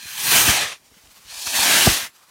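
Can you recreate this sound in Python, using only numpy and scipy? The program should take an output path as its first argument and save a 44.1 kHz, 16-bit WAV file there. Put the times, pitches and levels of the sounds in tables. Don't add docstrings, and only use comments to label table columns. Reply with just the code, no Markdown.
import sys
import numpy as np
from scipy import signal
from scipy.fft import rfft, irfft
from scipy.io import wavfile
from scipy.ndimage import uniform_filter1d

SR = 44100
rng = np.random.default_rng(int(sys.argv[2]) if len(sys.argv) > 2 else 0)


def to_wav(s):
    ch = np.atleast_2d(s).T
    pcm = np.round(np.clip(ch, -1, 1) * 32767)
    wavfile.write(sys.argv[1], SR, pcm.astype(np.int16))


def amplitude_ratio(level_db):
    exponent = np.asarray(level_db, float) / 20
    return 10 ** exponent


N = 101429

# start_s, thrust_db, distance_dullness (0-1), ground_echo_share, echo_delay_ms
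FIRST_FLIGHT = [
    (0, -39.5, 0.2, .45, 1.22),
    (.05, -36, 0.08, 0.28, 1.2),
    (.14, -32, 0.11, 0.32, 1.24),
    (.25, -21, 0.12, 0.19, 1.11),
    (.345, -11.5, 0.26, 0.26, 1.15),
    (.44, -15.5, 0.16, 0.13, 1.55),
    (.62, -21, 0.71, .2, 1.64),
    (.73, -34, 0.82, 0.078, 1.6),
    (.79, -59.5, 0.4, .2, 1.6),
]
SECOND_FLIGHT = [
    (1.235, -56.5, .1, 0.52, 1.4),
    (1.31, -37.5, 0.29, .35, 1.2),
    (1.44, -29.5, 0.035, 0.47, 1.15),
    (1.53, -24.5, 0.15, 0.74, 1.2),
    (1.555, -18.5, 0.42, 0.37, 1.1),
    (1.74, -13, 0.63, .3, 1.324),
    (1.91, -15.5, 0.41, 0.067, 1.32),
    (2.065, -31.5, 0.77, 0.051, 2),
    (2.11, -62.5, 0.76, .1, 1.5),
]
# time_s, extra_db, half_width_s
SURGES = [
    (.385, 2, 0.031),
    (0.494, 4.5, .03),
    (.575, 2.5, 0.01),
    (1.471, 4.5, .012),
    (1.72, 0.5, 0.017),
    (1.863, 2, 0.0079),
]
# frequency_hz, level_db (per Hz)
FIRST_NEAR = [(60, -30), (300, -9), (550, -8.5), (1000, -6), (1700, -5.5), (4000, -5.5), (10000, -5),
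              (15500, -5)]
FIRST_FAR = [(60, -19), (300, -16.5), (500, 2.5), (1000, -1.5), (2000, 4.5), (4000, -0.5), (9000, -10),
             (15500, -28)]
SECOND_NEAR = [(60, -45), (300, -7.5), (800, -10), (1500, -10), (4400, -2.5), (7000, -3.5), (10000, -6),
               (15500, -10.5)]
SECOND_FAR = [(60, -30), (260, -7.5), (430, -21), (700, -7), (1200, -2.5), (1700, 3.5), (5000, -11.5),
              (15500, -14)]
# frequency_hz, half_width_hz, level_db (at full echo)
FIRST_PIT = [(550, 90, -25), (1700, 170, 14), (2480, 130, 9), (3080, 120, 11), (4150, 110, 24),
             (5330, 120, -14), (5820, 110, 12), (6400, 150, 14), (7250, 100, -14)]
SECOND_PIT = [(450, 58, -28), (700, 270, 12.5), (1200, 75, 6), (1580, 450, 5), (1920, 89, -8),
              (4270, 244, 5.5)]
ECHOES = [
    (1.0, 1.0),
    (1.23, -0.74),
]
# time_s, peak_db, first_pitch_hz, decay_s
THUMPS = [(0.0545, -43, 148, 0.0078), (0.359, -27, 110.4, 0.0089), (.392, -32, 90, .02),
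          (0.4875, -14, 115, 0.0087), (.575, -52, 70, 0.015), (0.915, -54, 130, 0.02),
          (1.036, -51.5, 89, .02), (1.076, -53, 79, 0.023), (1.251, -52, 70, 0.031), (1.321, -55, 70, .02),
          (1.369, -52, 60, 0.021), (1.472, -39, 111, 0.011), (1.591, -28.5, 90, 0.005),
          (1.55, -45, 70, 0.015), (1.886, -26, 60, 0.027), (1.916, -26, 131, 0.01),
          (2.028, -43, 108, 0.0092)]
# time_s, peak_db, pitch_hz, length_s
TICKS = [(0.913, -61, 900, 0.0045), (0.943, -47, 1500, 0.0055), (1.0735, -42, 2980, .004),
         (1.328, -44, 700, 0.0045), (1.474, -23.5, 1400, 0.012), (1.557, -16, 1750, 0.014),
         (1.591, -13, 880, 0.0011), (0.483, -18.5, 286, 0.0089), (0.5, -22.5, 230, .012),
         (0.92, -53, 250, 0.0094), (0.974, -51.5, 193, 0.014), (1.737, -13, 3500, 0.0009)]
POP = [(1.8752, -3.5, 172, .007)], [(1.8678, -13, 260, .005), (1.874, -6.5, 690, .007),
       (1.871, -15, 430, .006)]
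# time_s, sizzle_db
FUSE_LEVEL = [
    (0, -66),
    (.8, -57),
    (.9, -55),
    (1.06, -52.5),
    (1.25, -49.5),
    (1.4, -62),
    (2.13, -54),
    (2.24, -53),
    (2.3, -55),
]
# frequency_hz, level_db (per Hz)
FUSE_COLOUR = [(88, -33), (150, -12.5), (230, -14), (943, -10), (1140, -9), (1420, -11), (1620, -10),
               (5280, -10.5), (15300, -17.5)]


def evened(x):
    return x / np.sqrt(np.mean(abs(x) ** 2) + 1e-20)


def read(points, hz):
    f, value = np.transpose(points)
    return np.interp(np.log(hz + 1), np.log(f + 1), value)


def add(mix, start_s, sound):
    part = mix[round(start_s * SR):][:len(sound)]
    part += sound[:len(part)]


def wander(span_s):
    size = max(round(span_s * SR), 1)
    smooth = uniform_filter1d(rng.standard_normal(N), size)
    return evened(uniform_filter1d(smooth, size))


def noise_band(count, hz, octaves):
    f = np.fft.rfftfreq(count, 1 / SR) + 1
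    shape = np.exp(-(np.log2(f / hz) / octaves) ** 2)
    return evened(irfft(rfft(rng.standard_normal(count)) * shape, count))


def hiss(colour):
    frames = N // 128 + 5
    hz = np.fft.rfftfreq(512, 1 / SR)[:, None]
    a, b, patches = rng.standard_normal((frames, 257, 3)).T
    patches = uniform_filter1d(patches, size=3, axis=0)
    patches = evened(uniform_filter1d(patches, size=26, axis=1))
    gain = colour(hz, np.arange(frames) * 128 / SR) * amplitude_ratio(1.6 * patches)
    gain = gain / np.sqrt((gain ** 2).mean(axis=0))
    return evened(signal.istft((a + 1j * b) * gain, nperseg=512, noverlap=384)[1][:N])


def breeze():
    t = np.arange(N) / SR
    level_db = -70 + 4 * wander(0.031) - 10.0 * (t > 2.1)
    return noise_band(N, hz=70, octaves=2.7) * amplitude_ratio(level_db)


def hillside(x):
    t = np.arange(SR // 4) / SR
    tail = noise_band(len(t), hz=1300, octaves=1.15) * np.exp(-t / 0.014)
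    return amplitude_ratio(-27) * signal.oaconvolve(x, tail / np.linalg.norm(tail))[:N]


def fuse():
    def colour(hz, t):
        late = np.clip((t - 2.15) / 0.09, 0, 1)
        bump = np.exp(-(np.log2((hz + 1) / 1090) / 0.48) ** 2)
        return amplitude_ratio(read(FUSE_COLOUR, hz)) * amplitude_ratio(6 * late * bump)

    spits_per_s, spit_db = 30, -35.5
    spits = (rng.random(N) < spits_per_s / SR) * amplitude_ratio(2.6 * rng.exponential(1, N))
    spits = signal.oaconvolve(spits, np.exp(-np.arange(200) / 60.))[:N]
    level_db = np.interp(np.arange(N) / SR, *np.transpose(FUSE_LEVEL)) + 1.5 * wander(0.019)
    return hiss(colour) * amplitude_ratio(level_db) * (1 + amplitude_ratio(spit_db) * spits)


def tick(time_s, peak_db, pitch_hz, length_s):
    before = 441
    t = np.arange(-before, 882) / SR
    puff = np.exp(-(t / length_s) ** 2 * np.where(t < 0, 4.0, 1.5))
    swing = np.cos(2 * np.pi * pitch_hz * t) * np.exp(-(t * pitch_hz / 1.6) ** 2)
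    snap = swing + 0.35 * puff * noise_band(len(t), pitch_hz * 1.1, octaves=1.3)
    return time_s - before / SR, amplitude_ratio(peak_db) * snap / abs(snap).max()


def thump(time_s, peak_db, pitch_hz, decay_s):
    t = np.arange(0, 0.12, 1 / SR)
    sag, sag_cycles = 0.34, 1.05
    falling_hz = pitch_hz * (sag + (1 - sag) * np.exp(-(t * pitch_hz / sag_cycles) ** 4))
    swing = np.sin(2 * np.pi * np.cumsum(falling_hz) / SR)
    rough = 0.22 * noise_band(len(t), pitch_hz * 2.1, octaves=1.0)
    return time_s, amplitude_ratio(peak_db) * (swing + rough) * np.exp(-t / decay_s) * 1.3


def jet(flight, near, far, pit, roar_db, roar_steepness, roar_hz, roar_octaves):
    at, thrust_db, dullness, share, echo_ms = np.transpose(flight)
    top_db = thrust_db.max()

    def colour(hz, t):
        distance = np.clip(np.interp(t, at, dullness), 0, 1.2)
        colour_db = read(near, hz) * (1.5 - distance) + read(far, hz) * distance
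        built_db = np.interp(t, at, np.maximum.accumulate(thrust_db)) - top_db
        bass_db = 0.54 * built_db / (1 + (hz / 700) ** 2)
        cold = np.exp(-(np.maximum(t - at[0], 0) / 0.14) ** 2)
        cold_db = -8 * cold / (1 + (8000 / (hz + 1)) ** 4)
        echo = np.interp(t, at, share) / (1 + (hz / 8750) ** 2)
        pit_db = echo * sum(db * np.exp(-((hz - f) / w) ** 2) for f, w, db in pit)
        turn = -2j * np.pi * hz * np.interp(t, at, echo_ms) / 1000
        bounces = sum(part * np.exp(turn * ratio) for ratio, part in ECHOES)
        comb = abs(1 + 0.6 * echo * bounces)
        hand = 1 + 0.097 * np.cos(2 * np.pi * hz * 0.323 / 1000)
        return amplitude_ratio(colour_db + bass_db + cold_db + pit_db) * comb * hand

    t = np.arange(N) / SR
    surge_db = sum(db * np.exp(-((t - s) / w) ** 2) for s, db, w in SURGES)
    level_db = np.interp(t, at, thrust_db, -120, -120) + surge_db
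    flicker_db = 0.7 * wander(0.01)
    roar = noise_band(N, roar_hz, roar_octaves) * amplitude_ratio(2.5 * wander(0.0089))
    roar_level_db = roar_db + top_db + roar_steepness * (level_db - top_db)
    return hiss(colour) * amplitude_ratio(level_db + flicker_db) + roar * amplitude_ratio(roar_level_db)


def scene():
    jets = jet(FIRST_FLIGHT, FIRST_NEAR, FIRST_FAR, FIRST_PIT,
               roar_db=-24.5, roar_steepness=1.15, roar_hz=135, roar_octaves=0.87)
    jets += jet(SECOND_FLIGHT, SECOND_NEAR, SECOND_FAR, SECOND_PIT,
                roar_db=-20, roar_steepness=2, roar_hz=242, roar_octaves=1.64)
    mix = breeze() + hillside(jets) + fuse() + jets
    pop_thumps, pop_ticks = POP
    for row in TICKS + pop_ticks:
        add(mix, *tick(*row))
    for row in THUMPS + pop_thumps:
        add(mix, *thump(*row))
    return np.array([mix, mix])


def band_limit(x):
    return signal.sosfilt(signal.butter(12, 15670, fs=SR, output="sos"), x)


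def record(dry):
    low_cut = signal.butter(2, 38, "high", fs=SR, output="sos")
    thin = signal.sosfilt(low_cut, dry)
    limit = 0.85
    return band_limit(limit * np.tanh(thin / limit))


dry = scene()
out = record(dry)
to_wav(out)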